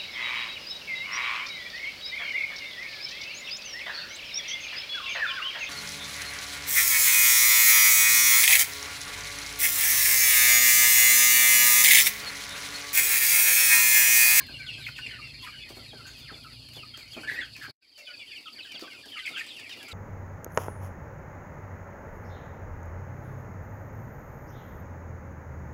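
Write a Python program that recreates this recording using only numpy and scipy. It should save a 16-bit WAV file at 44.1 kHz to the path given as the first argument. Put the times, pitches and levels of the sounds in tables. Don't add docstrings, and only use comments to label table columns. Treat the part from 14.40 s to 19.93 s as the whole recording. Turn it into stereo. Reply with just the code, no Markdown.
import sys
import numpy as np
from scipy import signal
from scipy.fft import rfft, irfft, next_fast_len
from scipy.io import wavfile
from scipy.ndimage import map_coordinates

SR = 44100
rng = np.random.default_rng(int(sys.argv[2]) if len(sys.argv) > 2 else 0)


def inscribe(sig):
    pcm = np.round(np.clip(np.atleast_2d(sig).T, -1, 1) * 32767)
    wavfile.write(sys.argv[1], SR, pcm.astype(np.int16))


N = 243873
TIME = np.arange(N) / SR
MOVE_S = 3.37


def undb(db):
    return 10 ** (np.asarray(db) / 20)


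def unit(x):
    return x / np.sqrt(np.mean(x ** 2) + 1e-20)


def curve(table, axis=1):
    rows = np.array(table)
    return np.interp(TIME, rows[:, 0], rows[:, axis])


def response(hz, points):
    f, db = np.transpose(points)
    return undb(np.interp(np.log(hz + 1e-9), np.log(f), db, left=-90, right=-90))


def colour(x, points):
    n = x.shape[-1]
    size = next_fast_len(n)
    return irfft(rfft(x, size) * response(np.fft.rfftfreq(size, 1 / SR), points), size)[..., :n]


def wander(n, rate):
    knots = rng.standard_normal(int(n / SR * rate) + 4)
    return map_coordinates(knots, [np.arange(n) / SR * rate + 1], order=2, mode="nearest")


def stereo_noise(n, side):
    mid, wide = rng.standard_normal((2, n))
    return np.array([mid + side * wide, mid - side * wide])


def add(out, s, sound, pan_db=0, lag=0):
    for ear, sign, x in zip(out, (1, -1), np.broadcast_to(sound, (2, sound.shape[-1]))):
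        start = int(np.clip(s * SR - sign * lag / 2, 0, N))
        gain = undb(sign * pan_db / 2) / np.sqrt(np.cosh(pan_db * np.log(10) / 20))
        ear[start:start + len(x)] += x[:N - start] * gain


def lead(s, scatter=0):
    return (3 if s < MOVE_S else -2.1) + (scatter * rng.normal() if scatter else 0)


def coop(x, t60_s, wet_db):
    t = np.arange(SR // 4) / SR
    echoes = rng.standard_normal((2, len(t))) * (rng.random((2, len(t))) < .05)
    echoes *= (t > .003) * undb(-60 * t / t60_s)
    echoes /= np.sqrt(np.sum(echoes ** 2, axis=1, keepdims=True))
    return x + undb(wet_db) * signal.fftconvolve(x, echoes, axes=1)[:, :x.shape[1]]


def placed(note, t60_s=0.18, wet_db=-5.5, bounce_db=-11, bounce_s=0.004):
    direct = np.pad(note, (0, SR // 8))
    delays = (rng.uniform(.1, 1, (2, 2)) * bounce_s * SR).astype(int)
    early = np.array([direct + undb(bounce_db) * sum(np.roll(direct, d) for d in ear) for ear in delays])
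    heard = coop(early, t60_s, wet_db)
    return heard * np.sqrt(np.sum(note ** 2) / np.sum(heard ** 2, axis=1, keepdims=True))


# f/Hz, level/dB (levels in all tables are relative)
AIR_SPECTRUM = [(25, -24), (60, 8.5), (150, -22), (400, -18), (900, -7), (2000, -9.5), (5000, -14.5),
                (16000, -15.5)]
def air():
    return unit(colour(stereo_noise(N, 1.0), AIR_SPECTRUM)) * undb(-67.5)


def wing_stroke(hz, length, drop):
    u = np.linspace(0, 1, int(length * SR))
    return np.sin(2 * np.pi * np.cumsum(hz * (1 - drop * u)) / SR) * np.sin(np.pi * u)


# f/Hz, stroke rate/Hz, fractional fall in pitch, level/dB
CRICKET_TRILLS = [(4466, 27.5, 0.062, -51.5), (4333, 33, 0.018, -50), (4840, 19, 0.062, -54.5),
                  (5150, 31, 0.16, -51)]
# f/Hz, level/dB
FIRST_CHORUS = [(2290, -43), (3900, 4.5), (3970, -14.5), (4210, 10), (4410, 10.5), (4930, 7), (5090, 4.5),
                (5340, -18.5), (5600, -17), (7280, -31.5), (9900, -33), (10800, -7.5), (11700, -32),
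                (13000, -80)]
def distant_crickets():
    out = np.zeros((2, N))
    for hz, rate, drop, db in CRICKET_TRILLS:
        for s in np.arange(0, MOVE_S, 1 / rate):
            stroke = wing_stroke(hz * (1 + 0.0043 * rng.normal()), 0.0218, drop)
            add(out, s + .0015 * rng.normal(), stroke * undb(db + 3.3 * rng.normal()), lag=2.55)
    ringing_hz = 4200 * (1 + 0.0129 * wander(N, 90))
    out += np.sin(2 * np.pi * np.cumsum(ringing_hz) / SR) * undb(-48 - 12 * TIME)
    out += unit(colour(stereo_noise(N, 1), FIRST_CHORUS)) * undb(-49.5 + 2.3 * wander(N, 70))
    return out * undb(1 - 0.86 * TIME) * (TIME < MOVE_S)


# t/s, firing rate/Hz, level/dB
ENGINE_RUN = [(0.0, 28.38, -52), (1.41, 26.73, -55.5), (2.02, 28.81, -54), (2.47, 30, -56),
              (2.95, 32.68, -59), (3.3, 35.45, -59)]
# f/Hz, level/dB
EXHAUST_SPECTRUM = [(20, -26.5), (38, -15), (55, -0.5), (85, -6), (112, 2.5), (140, 0.5), (175, -17.5),
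                    (260, -7), (400, -44.5), (900, -82)]
def engine():
    cycles = np.floor(np.cumsum(curve(ENGINE_RUN)) / SR)
    firings = np.diff(cycles, prepend=0) * undb(2 * wander(N, 25.42))
    thuds = unit(colour(unit(firings) + stereo_noise(N, 0.27), EXHAUST_SPECTRUM))
    out = np.zeros((2, N))
    add(out, 0, thuds * undb(curve(ENGINE_RUN, axis=2) + 2.0) * (TIME < MOVE_S), lag=16)
    return out


# t/s, level/dB
FLOCK_ACTIVITY = [(0.0, -47.5), (0.42, -49), (1.3, -52), (2.13, -53.5), (2.6, -57), (2.9, -40),
                  (3.1, -52.5), (3.58, -64), (3.744, -56.5), (4.636, -51), (5.008, -45), (5.53, -45.5)]
def bustle_db():
    return curve(FLOCK_ACTIVITY) + 50


# f/Hz, level/dB
STRAW_SPECTRUM = [(3180, -16.5), (5400, -4), (6390, -8.5), (8030, -5), (8810, -13), (10800, -3.5),
                  (13600, -21.5), (14900, -20), (15500, -30)]
FLOOR_SPECTRUM = [(90, -1), (170, -9), (280, 2), (420, -5), (600, -6.5), (900, -12.5), (1400, -15),
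                  (2500, -33)]
def shuffling():
    snaps = (rng.random(N) < 70 / SR) * np.minimum(undb(4.0 * rng.exponential(size=N)), 6)
    rustle = np.exp(0.073 * wander(N, 500) + 0.32 * wander(N, 21.97))
    crackle = signal.lfilter([1], [1, -np.exp(-1 / (0.00043 * SR))], snaps)
    straw = unit(colour(stereo_noise(N, 0.97) * (rustle + 0.53 * crackle), STRAW_SPECTRUM))
    patter = unit(colour(stereo_noise(N, 0.34) * np.exp(0.36 * wander(N, 35)), FLOOR_SPECTRUM))
    return straw * undb(-60.5 + 0.45 * bustle_db()) + patter * undb(-60 + 0.74 * bustle_db())


# f/Hz, level/dB
VOCAL_TRACT = [(600, -30), (1400, 3), (2400, 15.5), (3400, 1.5), (4800, 4.5), (6000, -9.5), (7700, -2),
               (10000, -5), (15000, -50.5)]
def syrinx(glide, waver, waver_hz, flutter, overtone_db, rasp, spread):
    n = len(glide)
    phase = 2 * np.pi * np.cumsum(glide * (1 + waver * wander(n, waver_hz))) / SR
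    overtones = sum(response(k * glide, VOCAL_TRACT) * np.sin(k * phase) / (k - 1) for k in range(2, 6))
    spread_hz = spread * glide.mean()
    whistle = (1 + rasp * wander(n, spread_hz)) * np.sin(phase)
    whistle += rasp * wander(n, spread_hz) * np.cos(phase)
    envelope = unit(np.exp(flutter * wander(n, waver_hz)))
    return np.sqrt(2) * (whistle + undb(overtone_db) * overtones) * envelope


def call(length, pitches, edge_s, **voice):
    t = np.arange(int((length + edge_s) * SR)) / SR
    progress = np.clip((t - edge_s / 2) / length, -.1, 1.1)
    glide = np.polyval(np.polyfit([0, .5, 1], pitches, 2), progress)
    opening = np.sin(np.pi / 2 * np.clip(np.minimum(t, t[-1] - t) / edge_s, 0, 1)) ** 2
    return syrinx(glide, **voice) * opening


def fall(start_hz, end_hz, sag=0):
    return np.array([start_hz, (start_hz + end_hz) / 2 * (1 - sag), end_hz])


def far_peeps(count=460):
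    out = np.zeros((2, N))
    for k, (when, span, pitch, drop, loud, place) in enumerate(rng.random((count, 6))):
        top_hz = 2250 + 1550 * pitch
        pitches = top_hz * (1 - (0.0726 + .22 * drop) * np.array([0, .42, 1]))
        note = call(0.02817 + .055 * span, pitches, edge_s=0.0144, waver=0.012, waver_hz=198,
                    flutter=0.25, overtone_db=-32.5, rasp=0.4, spread=0.29)
        s = (k + when) / count * N / SR - .04
        add(out, s, note * undb(7.6 * loud - 3 * pitch), 10 * (place - .5), lag=36 * (place - .5))
    return unit(out) * undb(-51.5 + 0.78 * bustle_db())


def pip(length, hz):
    return call(length, hz * np.array([1.076, 1, 0.983]), edge_s=0.013, waver=0.015, waver_hz=285,
                flutter=0.2, overtone_db=-22, rasp=0.17, spread=0.45)


# t/s, duration/s, f/Hz, level/dB, left minus right/dB
CONTACT_NOTES = [(0.0, 0.003, 1640, -35.5, 3), (0.008, 0.016, 1050, -52.5, 5),
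                 (0.087, 0.0087, 1582, -45.5, 7), (0.23, 0.066, 1522, -54.5, 0),
                 (0.382, 0.053, 1536, -58.5, 4), (0.728, 0.02, 1465, -49, 5),
                 (0.789, 0.018, 1238, -50.5, 5), (1.026, 0.03, 1021, -50, -6),
                 (1.068, 0.02, 1244, -46.5, 6), (1.122, 0.031, 1574, -49.5, -2),
                 (1.586, 0.029, 1393, -52, -1), (2.048, 0.025, 1324, -47.5, 3),
                 (2.433, 0.0088, 1247, -48.5, 1), (2.544, 0.014, 1317, -50.5, 8),
                 (3.677, 0.044, 1458, -55, -6), (4.06, 0.031, 1267, -52.5, -3),
                 (4.183, 0.016, 1560, -57, 0), (4.252, 0.03, 1543, -56, -5), (4.434, 0.036, 1152, -53, -4),
                 (4.477, 0.011, 1546, -50, 1), (4.633, 0.019, 1666, -51, 1), (4.76, 0.023, 1271, -46, -1),
                 (4.823, 0.041, 1496, -57, -1), (4.938, 0.016, 1330, -52.5, 1),
                 (5.481, 0.045, 1320, -49, -2.5)]
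def near_pips():
    out = np.zeros((2, N))
    for s, length, hz, db, pan_db in CONTACT_NOTES:
        note = placed(pip(length, hz), t60_s=0.14, wet_db=-3.5)
        add(out, s - 0.008, note * undb(db + 5.5), pan_db, lag=lead(s, scatter=11.3))
    return out


def far_pips(count=36):
    out = np.zeros((2, N))
    for k, (when, span, pitch, loud, place) in enumerate(rng.random((count, 5))):
        note = pip(0.026 + 0.036 * span, 1250 + 600 * pitch) * undb(3.7 * loud)
        add(out, (k + when) / count * N / SR, note, 8 * (place - .5), lag=36 * (place - .5))
    return unit(out) * undb(-62.5 + bustle_db())


# f/Hz, level/dB
CLICK_SPECTRUM = [(400, -13), (1200, -5), (3000, 2), (6000, -7.5), (9000, -10), (12000, -12.5),
                  (17000, -14.5)]
def splinter(x, bright_hz, bright_db=8, octaves=0.15):
    hz = np.geomspace(400, 16000, 40)
    mean_db = 20 * np.log10(response(hz, CLICK_SPECTRUM) + 1e-5)
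    peak_db = bright_db * np.exp(-(np.log2(hz / bright_hz) / octaves) ** 2)
    ripple_db = 3.1 * rng.standard_normal(len(hz))
    return colour(x, np.transpose([hz, mean_db + peak_db + ripple_db]))


def claw_ticks(count=40):
    out, t = np.zeros((2, N)), np.arange(SR // 25) / SR
    for k, (when, loud, place, size) in enumerate(rng.random((count, 4))):
        tick = splinter(stereo_noise(len(t), 1.0) * np.exp(-t / 0.012), 5000 + 8000 * size)
        add(out, (k + when) / count * N / SR - .02, unit(tick) * undb(3 * loud), 8 * (place - .5))
    return unit(out) * undb(-65 + 0.45 * bustle_db())


# t/s, level/dB, resonance f/Hz, share of scrape
BEAK_STRIKES = [(0.0653, -47, 13200, 0.28), (1.2895, -42.5, 12000, 0.76), (1.666, -43, 6800, 0.45),
                (2.2872, -42.5, 8500, 0.053), (2.3333, -43.5, 12200, 0.41), (2.5735, -38.5, 7900, 0.2),
                (2.6773, -47, 6120, 0.21), (3.1643, -41, 5500, 0.45), (3.5773, -45, 5360, 0.93),
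                (4.319, -37.5, 5840, 0.11), (4.393, -40, 5400, 0.38), (4.5316, -43.5, 5520, 0.18),
                (4.6555, -45.5, 5650, 0.47), (4.8583, -43, 7740, .4), (5.064, -43, 7900, 0.31),
                (5.1948, -43, 7600, 0.097), (5.2929, -41, 5860, 0.36), (5.428, -37.5, 10900, 0.27),
                (5.482, -41, 7610, .4)]
def pecks():
    out, t = np.zeros((2, N)), np.arange(SR // 8) / SR
    for s, db, bright_hz, share in BEAK_STRIKES:
        scrape = share * np.exp(-t / 0.031) * np.exp(.5 * wander(len(t), 140))
        envelope = (np.exp(-t / 0.003) + scrape) * (1 - np.exp(-t / 0.0008))
        tick = splinter(stereo_noise(len(t), 1.0) * envelope, bright_hz)
        add(out, s, tick / np.abs(tick).max() * undb(db + 8), pan_db=-2.5 * rng.normal())
    return out


# f/Hz, level/dB, T60/s
SLAT_MODES = [(330, 8, 0.028), (270, -22.5, 0.13), (518, -6.5, 0.039), (690, -9, 0.031), (1306, -8, 0.036)]
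def slat_ring(t, detune=0):
    return sum(undb(db - 60 * t / t60) * np.sin(2 * np.pi * hz * (1 + detune) * t)
               for hz, db, t60 in SLAT_MODES)


# t/s, level/dB
WING_BEATS = [(0.094, -50.5), (1.304, -47), (1.369, -49.5), (1.532, -45), (1.915, -46), (2.368, -48.5),
              (2.579, -53.5), (2.767, -39.5), (2.916, -48.5), (2.982, -48.5), (3.281, -49), (4.342, -51),
              (4.436, -47.5), (4.657, -53), (4.907, -50.5), (5.435, -51.5)]
# f/Hz, level/dB
THUD_SPECTRUM = [(100, -30.5), (190, -5.5), (300, -1.5), (450, -7.5), (650, -5), (1000, -14.5),
                 (2500, -24.5), (6000, -31.5), (14000, -41.5)]
def flaps():
    out, t = np.zeros((2, N)), np.arange(SR // 3) / SR
    attack = 1 - np.exp(-t / 0.002)
    for s, db in WING_BEATS:
        feathers = 0.21 * np.exp(-t / 0.08 + .5 * wander(len(t), 45))
        thud = unit(colour(stereo_noise(len(t), 0.33), THUD_SPECTRUM)) * (np.exp(-t / 0.022) + feathers)
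        ring = slat_ring(t, detune=0.17 * rng.normal())
        add(out, s - .002, (thud + undb(-5) * ring) * attack * undb(db + 1))
    return out


# t/s, duration/s, start f/Hz, end f/Hz, level/dB, left minus right/dB
NEAR_PEEPS = [(0.133, 0.048, 2870, 2770, -41.5, 7), (0.197, 0.045, 2420, 2140, -45, 0),
              (0.263, 0.023, 3680, 3100, -40, -1), (0.284, 0.031, 2950, 2556, -38, 3),
              (0.325, 0.063, 2683, 2563, -45, 2), (0.328, 0.025, 3300, 3230, -42, 0),
              (0.616, 0.052, 2940, 2700, -43, 3), (0.702, 0.058, 3210, 2600, -44, 4),
              (0.817, 0.1, 2790, 2605, -48.5, 1), (0.98, 0.05, 2780, 2720, -54, -3),
              (1.081, 0.032, 2470, 2180, -49.5, 0), (1.123, 0.093, 3030, 2880, -49, -5),
              (1.211, 0.028, 3470, 3460, -47.5, -1), (1.201, 0.078, 2580, 2510, -50.5, -1),
              (1.391, 0.034, 3300, 3100, -54, 1), (1.446, 0.027, 2800, 2266, -52, 2),
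              (1.476, 0.024, 3900, 3800, -47.5, -8), (1.5, 0.03, 3680, 3100, -48, 2),
              (1.724, 0.044, 2930, 2470, -50.5, 2), (1.926, 0.025, 3640, 3470, -49.5, 2),
              (2.021, 0.023, 3480, 3080, -54, -4), (2.346, 0.027, 3500, 3480, -47.5, 6),
              (2.374, 0.066, 3175, 2440, -48, 5), (2.539, 0.019, 3210, 3140, -43.5, -4),
              (2.589, 0.059, 2445, 2077, -55, 6), (2.734, 0.021, 3300, 3080, -41.5, -4),
              (2.772, 0.022, 2600, 2350, -49, -1.5), (2.959, 0.024, 2600, 2490, -44, 4),
              (3.012, 0.031, 3470, 3190, -43, 1), (3.047, 0.041, 3000, 2490, -51.5, 0),
              (3.408, 0.052, 2880, 2170, -59.5, 0), (3.521, 0.055, 3230, 3000, -56, 2),
              (3.581, 0.034, 2760, 2710, -53.5, 5), (3.582, 0.065, 2455, 2040, -57, -1),
              (3.653, 0.033, 3640, 3190, -49, -1), (3.667, 0.038, 3080, 2906, -46.5, -3),
              (3.669, 0.051, 2540, 2190, -50, 4), (3.732, 0.023, 2750, 2360, -48.5, 1),
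              (3.791, 0.037, 3460, 3320, -51.5, -5), (3.792, 0.043, 3090, 2670, -47, 2),
              (3.796, 0.048, 2520, 2214, -48.5, 2), (3.872, 0.095, 3174, 2294, -50, 2),
              (3.896, 0.048, 3660, 3240, -54, 4), (3.911, 0.033, 2520, 2100, -49.5, 3),
              (3.958, 0.0305, 3130, 2570, -44.5, 4), (4.06, 0.028, 3600, 2580, -43.5, 4),
              (4.186, 0.029, 3240, 2450, -42, 2), (4.222, 0.062, 4070, 2476, -48.5, 2),
              (4.292, 0.084, 3180, 2624, -50, 8), (4.31, 0.031, 2530, 2250, -47, -1),
              (4.348, 0.032, 3670, 2506, -44, -1), (4.416, 0.064, 3670, 3120, -53.5, 1),
              (4.502, 0.1, 2925, 2335, -51.5, 9), (4.52, 0.022, 2170, 2130, -47.5, -1),
              (4.664, 0.037, 3770, 3090, -52, 1), (4.718, 0.06, 3220, 2730, -42.5, 1),
              (4.788, 0.029, 3520, 2825, -41, 2), (4.837, 0.043, 3900, 2900, -47.5, 1),
              (5.088, 0.036, 3940, 3250, -46, 0), (5.165, 0.036, 2820, 2463, -42.5, 0),
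              (5.21, 0.067, 3030, 2195, -52.5, 8), (5.295, 0.044, 3330, 2380, -42.5, 3),
              (5.314, 0.023, 3840, 3510, -43, 3), (5.393, 0.025, 3520, 3300, -53, 2),
              (5.448, 0.042, 2470, 2110, -51, -1), (5.515, 0.013, 4050, 3570, -41, 1)]
def peeps(edge_s=.016):
    out = np.zeros((2, N))
    for s, length, start_hz, end_hz, db, pan_db in NEAR_PEEPS:
        octaves_per_s = np.log2(start_hz / end_hz) / length
        effort = undb(0.13 * (db + 48.5) + 0.12 * octaves_per_s)
        note = call(length, fall(start_hz, end_hz, sag=0.0039), edge_s, waver=0.014 * effort,
                    waver_hz=263, flutter=0.29, overtone_db=-17, rasp=0.16 * effort, spread=0.44)
        heard = placed(note, t60_s=0.22) * undb(db + 3)
        add(out, s - edge_s / 2, heard, pan_db, lag=lead(s, scatter=1.2))
    return out


# t/s, duration/s, start f/Hz, end f/Hz, level/dB, left minus right/dB
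HOARSE_CALLS = [(0.33, 0.06, 2750, 2464, -50.5, 4), (0.474, 0.019, 2580, 2320, -47, 1),
                (0.585, 0.017, 2810, 2650, -44, 5), (0.664, 0.0083, 2586, 2530, -35.5, 2),
                (0.671, 0.11, 2258, 1766, -51, -2), (0.94, 0.0162, 2546, 2220, -44, 2),
                (0.804, 0.078, 2390, 1970, -54.5, -2), (1.042, 0.044, 2900, 2395, -49, 0),
                (1.65, 0.044, 1524, 1590, -51, 5), (3.048, 0.0092, 1585, 1555, -42, 0),
                (3.15, 0.02, 2820, 2360, -47.5, 2), (3.211, 0.0573, 1805, 1566, -46, 0.5),
                (3.23, 0.034, 2613, 2150, -50.5, -1), (4.766, 0.038, 2363, 2017, -44, 4),
                (4.965, 0.022, 1545, 1670, -43, -2), (4.975, 0.043, 2600, 2193, -43.5, 0),
                (5.051, 0.093, 2484, 2614, -53.5, 7)]
def squawks(edge_s=.0095):
    out = np.zeros((2, N))
    for s, length, start_hz, end_hz, db, pan_db in HOARSE_CALLS:
        pitches = fall(start_hz, end_hz)
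        strain = min(pitches[1] / 2200, 1)
        note = call(length, pitches, edge_s, waver=0.048 * strain, waver_hz=474,
                    flutter=0.4, overtone_db=-13, rasp=0.5 * strain, spread=0.5)
        add(out, s - edge_s / 2, placed(note) * undb(db + 4.5), pan_db, lag=lead(s, scatter=4.9))
    return out


def during(points):
    return (TIME >= points[0][0]) & (TIME < points[-1][0])


def long_call(points, quaver=0.035, quaver_hz=110, **voice):
    held = during(points)
    glide = curve(points)[held] * (1 + quaver * wander(held.sum(), quaver_hz))
    return syrinx(glide, **voice) * undb(curve(points, axis=2)[held])


# t/s, f/Hz, level/dB
CRY_CONTOURS = [
    [(0.405, 4050, -49), (0.435, 3835, -42), (0.46, 3050, -40), (0.468, 2147, -31.5), (0.476, 2636, -34.5),
     (0.489, 1503, -38.5), (0.497, 1400, -42)],
    [(0.553, 3750, -47), (0.562, 3010, -42), (0.566, 2670, -34.5), (0.574, 2935, -42), (0.583, 2410, -37),
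     (0.59, 1585, -34), (0.6, 1510, -51)],
    [(1.022, 3450, -45), (1.04, 3250, -37), (1.053, 2147, -43), (1.06, 2697, -48), (1.078, 1503, -41),
     (1.09, 1260, -51)],
    [(1.805, 3550, -47), (1.845, 3400, -47), (1.868, 2457, -50), (1.885, 2050, -41.5), (1.9, 1500, -45),
     (1.918, 1290, -50)],
    [(4.849, 2770, -41), (4.857, 2052, -30.5), (4.864, 2257, -33.5), (4.870, 2580, -31), (4.877, 2100, -29),
     (4.884, 2143, -32.5), (4.889, 2380, -42), (4.9, 2180, -47)],
    [(4.89, 4000, -54), (4.925, 3800, -42), (4.948, 3550, -40), (4.955, 3340, -32), (4.968, 2700, -33),
     (4.979, 3200, -36), (4.989, 2202, -36), (4.999, 2690, -29.5), (5.014, 1834, -32.5), (5.028, 2360, -46)],
]
def cries(buckle_hz=3000):
    out = np.zeros((2, N))
    for points in CRY_CONTOURS:
        s = points[0][0]
        hoarse = .5 + .5 * (curve(points)[during(points)] < buckle_hz)
        note = long_call(points, waver=0.035 * hoarse, waver_hz=452, flutter=0.26,
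                         overtone_db=-14.5, rasp=0.34 * hoarse, spread=0.46)
        add(out, s, placed(note * undb(-1.5), t60_s=0.25), pan_db=3, lag=lead(s))
    return out


# t/s, duration/s, level/dB, resonance f/Hz
RAKE_STROKES = [(0.431, 0.087, -52.5, 12300), (0.545, 0.063, -53.5, 6900), (1.008, 0.069, -51, 11100),
                (1.272, 0.059, -59, 8000), (1.341, 0.058, -58, 13000), (1.755, 0.074, -54.5, 13500),
                (2.344, 0.059, -55, 11100), (2.593, 0.037, -64, 13500), (2.698, 0.086, -58, 7000),
                (2.882, 0.11, -52.5, 12200), (3.204, 0.07, -52, 12100), (4.206, 0.087, -60, 7000),
                (4.677, 0.05, -56, 11200), (4.853, 0.062, -50.5, 10500), (4.955, 0.072, -49.5, 7560)]
def scuffs():
    out = np.zeros((2, N))
    for s, length, db, bright_hz in RAKE_STROKES:
        n = int(length * SR)
        friction = stereo_noise(n, 1.0) * np.exp(0.2 * wander(n, 400)) * np.hanning(n)
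        add(out, s, unit(splinter(friction, bright_hz)) * undb(db))
    return out


# t/s, peak level/dB
LANDINGS = [(1.532, -50), (2.774, -37.5), (4.4204, -30.5)]
def knocks():
    out, t = np.zeros((2, N)), np.arange(SR // 5) / SR
    knock = slat_ring(t) * (1 - np.exp(-t / 0.0041)) ** 3
    for s, db in LANDINGS:
        clack = unit(colour(stereo_noise(len(t), 0.393), THUD_SPECTRUM)) * np.exp(-t / 0.0032)
        add(out, s, knock / np.abs(knock).max() * undb(db))
        add(out, s + 0.008, clack * undb(db - 11))
    return out


# t/s, f/Hz, level/dB
COMPLAINT_CONTOUR = [(2.834, 1490, -44), (2.848, 1617, -39), (2.868, 1754, -59), (2.879, 1818, -31),
                     (2.897, 1786, -29.5), (2.906, 1873, -41), (2.918, 1990, -37), (2.937, 1944, -44),
                     (2.948, 1937, -37), (2.965, 1950, -34.5), (3.009, 1954, -34), (3.015, 1620, -40),
                     (3.033, 1565, -36), (3.044, 1553, -54.5)]
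def complaint():
    out = np.zeros((2, N))
    note = long_call(COMPLAINT_CONTOUR, waver=0.028, waver_hz=260.8, flutter=0.36,
                     overtone_db=-20, rasp=0.23, spread=0.24)
    add(out, COMPLAINT_CONTOUR[0][0], placed(note * undb(2.5), wet_db=-0.5))
    return out


# f/Hz, level/dB
SECOND_CHORUS = [(2290, -39), (3900, -5), (4020, -11.5), (4390, 1), (4650, 1.5), (4930, 1), (5370, -14),
                 (5600, -18), (7280, -48), (12300, -120)]
def other_end_crickets(start_s=3.485, period_s=0.2125, swell_db_per_s=5):
    out = np.zeros((2, N))
    for since in np.arange(5) * period_s:
        stroke = wing_stroke(5000, 0.029, 0.168) * undb(-44.5 + swell_db_per_s * since)
        for k in range(3):
            add(out, start_s + since + k * 0.033, stroke, lag=1.84)
    out += unit(colour(stereo_noise(N, 1), SECOND_CHORUS)) * undb(-52 + 2 * wander(N, 60))
    return out * (TIME >= MOVE_S)


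# t/s, duration/s
CROON_NOTES = [(3.575, 0.074), (3.677, 0.059)]
def croons(hz=600):
    out = np.zeros((2, N))
    for s, length in CROON_NOTES:
        note = call(length, fall(1.03 * hz, .98 * hz), edge_s=0.0057, waver=0.04, waver_hz=196,
                    flutter=0.24, overtone_db=-35, rasp=0.53, spread=0.438)
        add(out, s, note * undb(-63))
    return out


def scene():
    voices = peeps() + near_pips() + squawks() + complaint() + cries()
    claws = coop(pecks() + scuffs() + claw_ticks(), t60_s=0.25, wet_db=-4.5)
    thuds = coop(flaps() + knocks(), t60_s=0.31, wet_db=-11)
    far = coop(far_peeps() + far_pips() + croons(), t60_s=0.092, wet_db=-2)
    background = air() + shuffling() + distant_crickets() + other_end_crickets() + engine()
    return voices + claws + thuds + far + background


# t/s, level/dB
SILENCE = [(0, 0), (3.308, 0), (3.325, -42), (3.40, -60), (3.425, -11), (3.55, -7), (3.58, 0), (5.53, 0)]
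def record(dry, cutoff_hz=15700):
    low_pass = signal.ellip(10, .2, 70, cutoff_hz, fs=SR, output="sos")
    return signal.sosfilt(low_pass, dry * undb(curve(SILENCE)))


dry = scene()
out = record(dry)
inscribe(out)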